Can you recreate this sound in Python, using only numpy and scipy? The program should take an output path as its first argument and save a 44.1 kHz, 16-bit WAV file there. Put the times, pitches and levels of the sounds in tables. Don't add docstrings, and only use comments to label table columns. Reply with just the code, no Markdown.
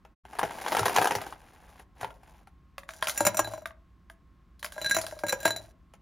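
import sys
import numpy as np
from scipy import signal
from scipy.fft import rfft, irfft, next_fast_len
from scipy.io import wavfile
from scipy.ndimage import uniform_filter1d

SR = 44100
rng = np.random.default_rng(int(sys.argv[2]) if len(sys.argv) > 2 else 0)


def write(x):
    x = np.atleast_2d(x).T
    wavfile.write(sys.argv[1], SR, np.round(np.clip(x, -1, 1) * 32767).astype(np.int16))

N = 265041
TIME = np.arange(N) / SR
AGE = TIME[:SR // 4]
ATTACK = SR // 50

# [f/Hz, density/dB]
RUMBLE_SPECTRUM = [(15, -38.5), (25, -20.5), (59, -5.5), (108, -20.5), (127, -19.5), (180, -20),
                   (242, -24.5), (344, -27), (439, -38.5), (936, -41), (1040, -33), (1190, -37),
                   (9840, -63.5), (16000, -63.5)]
# [f/Hz, level/dB rms]
HUM_TONES = [(59.2, -67), (177.6, -73.5), (1077, -77)]
# [f/Hz, t60/s]
REVERB_TIMES = [(100, 0.82), (700, 0.31), (3000, 0.19), (8000, 0.043), (16000, 0.12)]
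# [f/Hz, phase/rad]
LEFT_LEAD = [(100, 0), (350, -.2), (520, .45), (750, .15), (1100, -.15), (1600, 0), (2600, 0), (3900, .3),
             (5000, 0), (6600, .05), (7300, .9), (7900, 2.95), (8600, 3.05), (9250, 1.2), (10300, .7),
             (11300, 0), (12800, -.1), (15800, -2.2)]
# [f/Hz, level/dB]
LEFT_EXCESS = [(60, .5), (250, 1), (430, -2.5), (700, 5), (860, 1.5), (1030, 3), (1400, 0)]

# [t/s, strength/dB, sharpness/dB (0 ordinary, above a hard corner, below a dull bump)]
KNOCKS_IN_BOX = [(.05, -55, -4), (.252, -51, -5), (.332, -46, -4), (.352, -46, -3), (.387, -35, 1),
                 (.392, -29, 1), (.414, -36, -9), (.431, -27, -6), (.45, -38, -3), (.509, -41, 0),
                 (.585, -43, 0), (.616, -42, 0), (.663, -35, -7), (.682, -35, 6), (.72, -29, 0),
                 (.726, -31, -3), (.749, -28, -3), (.768, -26, 0), (.786, -30, 0), (.793, -28, 5),
                 (.831, -32, -4), (.856, -25, 4), (.862, -28, 0), (.881, -30, 2), (.895, -31, 0),
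                 (.962, -23, 3), (.974, -26, -1), (.984, -22, -4), (1.015, -26, -2), (1.023, -29, 3),
                 (1.044, -27, 2), (1.055, -26, -1), (1.072, -27, 1), (1.109, -29, -1), (1.12, -31, -2),
                 (1.152, -29, 4), (1.185, -41, -4), (1.215, -39, 3), (1.265, -43, 2), (1.325, -43, -4),
                 (1.796, -51, 0), (2.011, -42, 2), (2.031, -37, -7), (2.045, -36, -9), (2.105, -52, -4),
                 (2.232, -58, 0), (2.472, -56, -2), (5.937, -55, 2)]
# [f/Hz, level/dB, t60/s]
BOX_WALL_MODES = [(108, -28.5, 0.33), (174, -20.5, 0.12), (295, -22, 0.13), (404, -4.5, 0.089),
                  (503, -2, 0.041), (675.6, -6, 0.08), (760, 5.5, 0.035), (832, -5, 0.025),
                  (897, 0.5, 0.05), (990, 7, 0.023), (1264, -4, 0.039), (1310, -9, 0.045)]
# [t/s, level/dB]
DIGGING_STROKES = [
    [(0.25, -70), (0.316, -57), (0.442, -49.5), (0.54, -48.5), (0.728, -37), (0.888, -43), (0.962, -34),
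     (1.13, -41), (1.306, -53), (1.372, -63), (1.644, -60.5), (1.83, -62)],
    [(1.95, -69), (2.02, -49.5), (2.186, -73.5), (2.284, -62), (2.44, -68.5)],
]
# [t/s, level/dB]
POURING_STROKES = [
    [(2.88, -60.5), (2.958, -55), (3.194, -41), (3.254, -45), (3.344, -53), (3.442, -49.5), (3.506, -47.5),
     (3.652, -71), (3.72, -64)],
    [(4.6, -78), (4.658, -71.5), (4.79, -49.5), (4.886, -45), (5.102, -51.5), (5.298, -65.5), (5.426, -50),
     (5.47, -48.5), (5.642, -57), (5.72, -67.5)],
]
# [t/s, level/dB]
BUMPS_ON_TABLE = [(.806, -35), (0.986, -41), (1.16, -41.5), (2.017, -49.5)]
# [f/Hz, level/dB, t60/s]
BOX_BUMP_MODES = [(108, 7, 0.13), (152.3, -1, .08)]
# [t/s, strength/dB, sharpness/dB]
TICKS_IN_SCOOP = [(2.781, -44.5, -5.5), (2.833, -57.5, -12), (2.89, -44, -7.5), (2.906, -55, 2),
                  (2.936, -55, 2.5), (3.025, -31, -8), (3.043, -45.5, 1.5), (3.056, -48, -5),
                  (3.071, -35, -1.5), (3.084, -37, 4.5), (3.096, -37.5, 4), (3.657, -39.5, -10),
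                  (3.707, -58, -30), (4.099, -52.5, -8.5), (4.594, -71, 12.5), (4.628, -43.5, -2),
                  (4.645, -40, 1.5), (4.662, -48.5, -2.5), (4.722, -52.5, 4), (5.014, -49, 11),
                  (5.066, -46.5, 5), (5.111, -54, 0.5), (5.19, -55.5, 6), (5.215, -70, 4)]
# [f/Hz, level/dB, t60/s]
SCOOP_BODY_MODES = [(352, -23.5, .03), (608, 6, 0.13), (850, 10, 0.016), (970, -1, 0.072),
                    (1144, 12.5, 0.035)]

# [t/s, strength/dB, landing/dB (weight passed to the bottom),
# ring/dB (how freely the wall swings), spot/1 (below 0 favours the second wall mode, above 0 the first)]
STRIKES_ON_GLASS = [(3.176, -37, -19.5, -10.5, 0.33), (3.206, -33, 6.5, -11, 0.29),
                    (3.251, -32, -3, -13, -0.0096), (3.267, -27.5, -0.5, -11.5, 0.31),
                    (3.272, -32.5, -4, -11.5, 0.45), (3.286, -45.5, 1.5, -12.5, -0.46),
                    (3.345, -44, 4, -18, 0.48), (3.37, -36, -13, -15, -.2), (3.38, -49.5, 6, -1, -0.25),
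                    (3.392, -31, 5.5, -10, 0.49), (3.399, -37.5, 5, -18, 0.95), (3.445, -50, 2, 9, 0.022),
                    (4.78, -50.5, 5, 1.5, 0.53), (4.815, -42, -2.5, -9, -0.78),
                    (4.845, -43, -9, 6.5, -0.0022), (4.861, -41.5, -13, 11, 0.03),
                    (4.896, -39, -17, -10, -0.55), (4.911, -33, -20, 5, 0.34),
                    (4.946, -33.5, -13, -12.5, -0.85), (4.966, -31, 1.5, -10, 0),
                    (4.986, -36.5, -2, -24, -0.35), (5.236, -45, 13, -2, 0.7), (5.266, -41.5, -5, -8.5, 0),
                    (5.284, -39, -14, -0.5, -0.096), (5.294, -35.5, -21, -5.5, -0.42),
                    (5.31, -50, -1.5, -16.5, 0.76), (5.324, -35, -11.5, -7, .6),
                    (5.328, -36.5, 4.5, -14.5, -0.13), (5.403, -53, -34, 2, 0.27),
                    (5.43, -46, -6.5, -2, 0.25), (5.451, -39.5, -15, 1.5, 0.48),
                    (5.454, -28.5, 4, -3, 0.15), (5.466, -38.5, -6, -5.5, -0.43),
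                    (5.478, -33.5, -1.5, -12, 0.017), (5.506, -38, -4.5, 3, -0.11),
                    (5.562, -42.5, -9, -4.5, -0.45)]
# [t/s, strength/dB]
ROCKING_CUBES = [(3.474, -52.5), (3.536, -51.5), (4.764, -62), (5.04, -55.5), (5.124, -57.5), (5.6, -71)]
# [f/Hz, level/dB, t60/s]
FIRST_WALL_MODES = [(1621, 0, .155), (1640, -11, .09)]
# [f/Hz, level/dB, t60/s]
SECOND_WALL_MODES = [(3908, -10, .14), (4000, 0, .14)]
# [f/Hz, level/dB, t60/s]
UPPER_WALL_MODES = [(2190, -10, .05), (2660, -9, .07), (5665, -9, .1), (5872, -5, .12), (6953, 0, .09),
                    (6999, 0, .09), (7395, 0, .06), (7612, -2, .045)]
# [f/Hz, level/dB, t60/s]
GLASS_SHIMMER_MODES = [(8950, -3, .04), (9080, 0, .05), (9870, -6, .04), (10138, -1, .075),
                       (10680, -4, .075), (12080, -4, .04), (12970, -6, .055), (13630, -4, .055),
                       (14120, -6, .055), (14720, -5, .045), (15520, -7, .045)]
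# [f/Hz, level/dB, t60/s]
GLASS_ON_TABLE_MODES = [(108.4, -24, 0.54), (191, -16, 0.065), (329, -8, 0.065), (426, -12, 0.022),
                        (767, 0, 0.031), (910, -19.5, 0.0049), (977.5, -1, .045), (1170, -6.5, 0.012),
                        (1360, 5, 0.01)]
# [t/s, f/Hz]
AIR_RESONANCE = [(3.206, 579.5), (3.345, 627), (3.4, 629), (4.85, 617), (4.97, 657), (5.236, 587),
                 (5.327, 538), (5.454, 650.4), (5.6, 667)]
FILLING_SPAN = (3.4, 4.9)

# [f/Hz, density/dB]
CLACK_SPECTRUM = [(300, -15), (900, -10), (1600, 6.5), (2300, 0), (3400, -5), (5000, -20), (9000, -41.5)]
# [f/Hz, density/dB]
CRACK_SPECTRUM = [(1500, -36.5), (3500, 1.5), (5000, 3), (7500, 3.5), (10300, 6), (11600, -1.5),
                  (15500, -4.5)]
# [f/Hz, density/dB]
ICE_ON_GLASS_SPECTRUM = [(200, 6.5), (900, 0.5), (2200, 10), (3200, -0.5), (5000, -1.5), (7500, 4),
                         (10500, -9), (11500, -8), (15500, -15)]
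# [f/Hz, density/dB]
RUB_SPECTRUM = [(100, -31), (250, -7.5), (450, -9), (850, -1), (1400, -15), (2400, -16.5), (4000, -26),
                (8000, -31)]

BODY_YIELDS = .25
CLACK_FOLLOWS = 0.1
SMALL_KNOCKS_PER_S, SMALL_KNOCK_DB, SMALL_KNOCK_SPREAD_DB = 35, -6.5, 6.5
FITS_PER_S, FITS_DB = 33, 1
ROCK_PERIOD_S, ROCK_LOSS_DB = 0.042, 7.5
ROCK_LANDING_DB, ROCK_RING_DB = 9, -8.5
SPOT_DB = 15
HARD_LANDING_DB, AIR_FOLLOWS = -24.5, 0.71
FILL_DAMPS_DB, FILL_CUSHIONS_DB = 5.5, 1.5
CHOKE_DB, CHOKE_S = 5.5, .004
GLANCE_SPARKLES = 0.23


def from_db(db):
    return 10 ** (np.asarray(db) / 20)


def rms_one(x):
    return x / np.sqrt(np.mean(x ** 2) + 1e-20)


def at_hz(points, hz):
    knots, values = np.transpose(points)
    return np.interp(np.log(np.maximum(hz, 1)), np.log(knots), values)


def coloured(x, spectrum, tint_db=0):
    size = 2 * next_fast_len(x.shape[-1] // 2 + SR // 20)
    hz = np.fft.rfftfreq(size, 1 / SR)
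    db = at_hz(spectrum, hz)
    if tint_db:
        knots = np.geomspace(700, 16000, 20)
        humps = rng.uniform(-1, 1, (len(x), len(knots)))
        db = db + tint_db * np.array([np.interp(hz, knots, row) for row in humps])
    cepstrum = irfft(np.log(from_db(db)))
    cepstrum[..., 1:size // 2] *= 2
    cepstrum[..., size // 2 + 1:] = 0
    response = np.exp(rfft(cepstrum))
    return irfft(rfft(x, size) * response)[..., :x.shape[-1]]


def add(track, times, levels_db, sounds):
    for s, db, sound in zip(times, levels_db, sounds):
        start = max(int(s * SR), 0)
        gain = from_db(db) / np.sqrt(np.mean(sound[:ATTACK] ** 2) + 1e-20)
        part = track[start:start + len(sound)]
        part += gain * sound[:len(part)]


def ringing(modes, count, scatter_db, detune):
    age = AGE.astype(np.float32)
    out = np.zeros((count, len(age)), np.float32)
    for hz, db, t60 in modes:
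        draws = rng.uniform(-1, 1, (count, 4)).astype(np.float32)
        strength, phase, shift, load = draws.T[:, :, None]
        wave = np.sin(np.float32(2 * np.pi * hz) * (1 + detune * shift) * age + np.pi * phase)
        rate = np.float32(np.log(1000) / t60) * np.exp(0.23 * load)
        decay = np.exp(-np.minimum(rate * age, 20))
        rise = 1 - np.exp(-age / np.float32(0.00009 + 0.19 / hz))
        out += from_db(db + scatter_db * strength) * wave * decay * rise
    return out


def crunch(spectrum, count, snap_s, crumble_s, crumble_db):
    age = AGE[:SR // 12]
    snap, crumbs, sizes = rng.standard_normal((count, 3, len(age))).transpose(1, 0, 2)
    snapping = snap * np.exp(-age / snap_s)
    crumbling = from_db(crumble_db) * crumbs * sizes ** 2 * np.exp(-age / crumble_s)
    onset = 1 - np.exp(-age / .0005)
    return coloured((snapping + crumbling) * onset, spectrum, tint_db=5)


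def background(side_db):
    mid, side = rms_one(coloured(rng.standard_normal((2, N)), RUMBLE_SPECTRUM))
    hum = np.zeros(N)
    for hz, db in HUM_TONES:
        hum += np.sqrt(2) * from_db(db) * np.sin(2 * np.pi * (hz * TIME + rng.random()))
    rumble = mid + from_db(side_db) * side * [[1], [-1]]
    return from_db(-58.5) * rumble + hum


def effort(strokes):
    out = np.zeros(N)
    for stroke in strokes:
        s, db = np.transpose(stroke)
        moving = uniform_filter1d(((TIME > s[0]) & (TIME < s[-1])) * 1., SR // 100)
        out += np.maximum(moving, 0) * from_db(np.interp(TIME, s, db))
    return out


def small_knocks():
    chance, when, size, edge = rng.random((400, 4)).T
    start, end = DIGGING_STROKES[0][0][0], DIGGING_STROKES[-1][-1][0]
    s = start + when * (end - start)
    grinding_db = 20 * np.log10(effort(DIGGING_STROKES)[(s * SR).astype(int)] + 1e-9)
    db = grinding_db + SMALL_KNOCK_DB + SMALL_KNOCK_SPREAD_DB * (2 * size - 1)
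    sharp = SMALL_KNOCK_SPREAD_DB * (2 * edge - 1)
    kept = chance < SMALL_KNOCKS_PER_S * (end - start) / len(s)
    return np.column_stack([s, db, sharp])[kept]


def box(body_db, clack_db, crack_db):
    s, db, sharp = np.vstack([KNOCKS_IN_BOX, small_knocks()]).T
    out, count = np.zeros(N), len(s)
    body = ringing(BOX_WALL_MODES, count, scatter_db=8.5, detune=0.099)
    clack = crunch(CLACK_SPECTRUM, count, snap_s=0.00087, crumble_s=0.0091, crumble_db=-18)
    crack = crunch(CRACK_SPECTRUM, count, snap_s=0.001, crumble_s=0.012, crumble_db=-18)
    add(out, s, db + body_db - BODY_YIELDS * sharp, body)
    add(out, s, db + clack_db + CLACK_FOLLOWS * sharp, clack)
    add(out, s, db + crack_db + sharp, crack)
    return out


def slips(per_s, spread_db):
    spread = from_db(spread_db * np.minimum(rng.exponential(1, N), 4))
    sizes = spread * rng.standard_normal(N)
    return sizes * (rng.random(N) < per_s / SR)


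def fits():
    knots = np.clip(rng.standard_normal(2000), -2, 2)
    return from_db(FITS_DB * np.interp(TIME * FITS_PER_S, np.arange(len(knots)), knots))


def sliding():
    rub = rms_one(coloured(slips(per_s=2500, spread_db=-2.0), RUB_SPECTRUM))
    jostle = rms_one(coloured(slips(per_s=340, spread_db=-1.0), CLACK_SPECTRUM))
    grit = rms_one(coloured(slips(per_s=850, spread_db=-1.0), CRACK_SPECTRUM))
    wall_modes = FIRST_WALL_MODES + SECOND_WALL_MODES + UPPER_WALL_MODES
    wall = ringing(wall_modes, count=4, scatter_db=22.5, detune=0.004)
    chatter = np.zeros(N)
    for spot in wall:
        chatter += signal.fftconvolve(slips(per_s=60, spread_db=-0.5), spot)[:N]
    chatter = rms_one(chatter)
    in_box = rub + from_db(-6) * jostle + from_db(-8) * grit
    at_glass = from_db(-8) * rub + from_db(-8) * jostle + from_db(-5.5) * grit + from_db(-7.5) * chatter
    return fits() * (effort(DIGGING_STROKES) * in_box + effort(POURING_STROKES) * at_glass)


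def bumps():
    s, db = np.transpose(BUMPS_ON_TABLE)
    out = np.zeros(N)
    add(out, s, db, ringing(BOX_BUMP_MODES, count=len(s), scatter_db=2, detune=0.072))
    return out


def scoop(body_db, clack_db, crack_db):
    s, db, sharp = np.transpose(TICKS_IN_SCOOP)
    out, count = np.zeros(N), len(s)
    clack = crunch(CLACK_SPECTRUM, count, snap_s=.0016, crumble_s=.008, crumble_db=-26)
    body = ringing(SCOOP_BODY_MODES, count, scatter_db=3, detune=0.099)
    crack = crunch(CRACK_SPECTRUM, count, snap_s=0.0004, crumble_s=0.016, crumble_db=-26.5)
    add(out, s, db + body_db - BODY_YIELDS * sharp, body)
    add(out, s, db + clack_db, clack)
    add(out, s, db + crack_db + sharp, crack)
    return out


def rocking(count):
    rows = []
    for s, db in ROCKING_CUBES:
        for k in range(count):
            rows.append((s + k * ROCK_PERIOD_S, db - k * ROCK_LOSS_DB, ROCK_LANDING_DB, ROCK_RING_DB, 0))
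    return rows


def choking(times):
    later = np.zeros((len(times), len(AGE)))
    for row, s in zip(later, times):
        for gap in times[(times > s + CHOKE_S) & (times < s + AGE[-1])] - s:
            row += np.clip((AGE - gap) / CHOKE_S, 0, 1)
    return from_db(-CHOKE_DB * later)


def air_tone(times):
    t60, rise_s = .06, .002
    hz = np.interp(times, *np.transpose(AIR_RESONANCE))
    wave = np.sin(2 * np.pi * hz[:, None] * AGE)
    return wave * from_db(-60 * AGE / t60) * (1 - np.exp(-AGE / rise_s))


def tumbler(crack_db, air_db, upper_db, shimmer_db):
    s, db, landing, ring, spot = np.vstack([STRIKES_ON_GLASS, rocking(count=3)]).T
    out, count = np.zeros(N), len(s)
    thud = ringing(GLASS_ON_TABLE_MODES, count, scatter_db=4, detune=.08)
    first = ringing(FIRST_WALL_MODES, count, scatter_db=3, detune=.002)
    second = ringing(SECOND_WALL_MODES, count, scatter_db=5, detune=.0015)
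    upper = ringing(UPPER_WALL_MODES, count, scatter_db=7, detune=.005)
    shimmer = ringing(GLASS_SHIMMER_MODES, count, scatter_db=9, detune=.006)
    crack = crunch(ICE_ON_GLASS_SPECTRUM, count, snap_s=0.0018, crumble_s=0.014, crumble_db=-18.5)
    filled = np.interp(s, FILLING_SPAN, [0, 1])
    free = choking(s)
    sparkle = db - GLANCE_SPARKLES * landing - FILL_DAMPS_DB * filled
    add(out, s, db + landing - FILL_CUSHIONS_DB * filled, thud)
    add(out, s, db + crack_db, crack)
    add(out, s, air_db + AIR_FOLLOWS * (db + landing - HARD_LANDING_DB), air_tone(s))
    add(out, s, db + ring + SPOT_DB * spot, first * free)
    add(out, s, db + ring - SPOT_DB * spot, second * free)
    add(out, s, sparkle + upper_db, upper * free)
    add(out, s, sparkle + shimmer_db, shimmer * free)
    return out


def room(x, wet_db, first_echo_s):
    age, response = TIME[:SR * 2 // 3], 0
    edges = np.geomspace(80, 17000, 9)
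    for low, high in zip(edges, edges[1:]):
        bandpass = signal.butter(2, [low, high], "band", fs=SR, output="sos")
        band = signal.sosfilt(bandpass, rng.standard_normal((3, len(age))))
        apart = np.clip(high / 5000, .5, 1)
        pair = np.sqrt(1 - apart ** 2) * band[0] + apart * band[1:]
        t60 = at_hz(REVERB_TIMES, np.sqrt(low * high))
        response = response + pair * from_db(-60 * age / t60)
    response = rms_one(response * (age > first_echo_s)) / np.sqrt(len(age))
    return from_db(wet_db) * signal.fftconvolve(x[None], response, axes=1)[:, :N]


def ports(pair):
    size = 2 * next_fast_len(N // 2 + SR // 10)
    hz = np.fft.rfftfreq(size, 1 / SR)
    half = from_db(at_hz(LEFT_EXCESS, hz) / 2) * np.exp(.5j * at_hz(LEFT_LEAD, hz))
    return irfft(rfft(pair, size) * np.array([half, 1 / half]))[:, :N]


def scene():
    ice = box(body_db=-0.87, clack_db=-6.5, crack_db=-10.5)
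    ice += sliding() + bumps()
    ice += scoop(body_db=-3.5, clack_db=1.5, crack_db=0)
    ice += tumbler(crack_db=-2.5, air_db=-25, upper_db=0.5, shimmer_db=-0.5)
    ice = signal.sosfilt(signal.butter(2, 75, "high", fs=SR, output="sos"), ice)
    reflections = room(ice, wet_db=-15.0, first_echo_s=0.00067)
    return ports(ice + reflections) + background(side_db=-15.0)


def record(dry):
    live = np.interp(TIME, [.125, .15, .235, .25], [1, 0, 0, 1])
    lowpass = signal.ellip(10, .1, 80, 15900, fs=SR, output="sos")
    return signal.sosfilt(lowpass, dry * live)


dry = scene()
out = record(dry)
write(out)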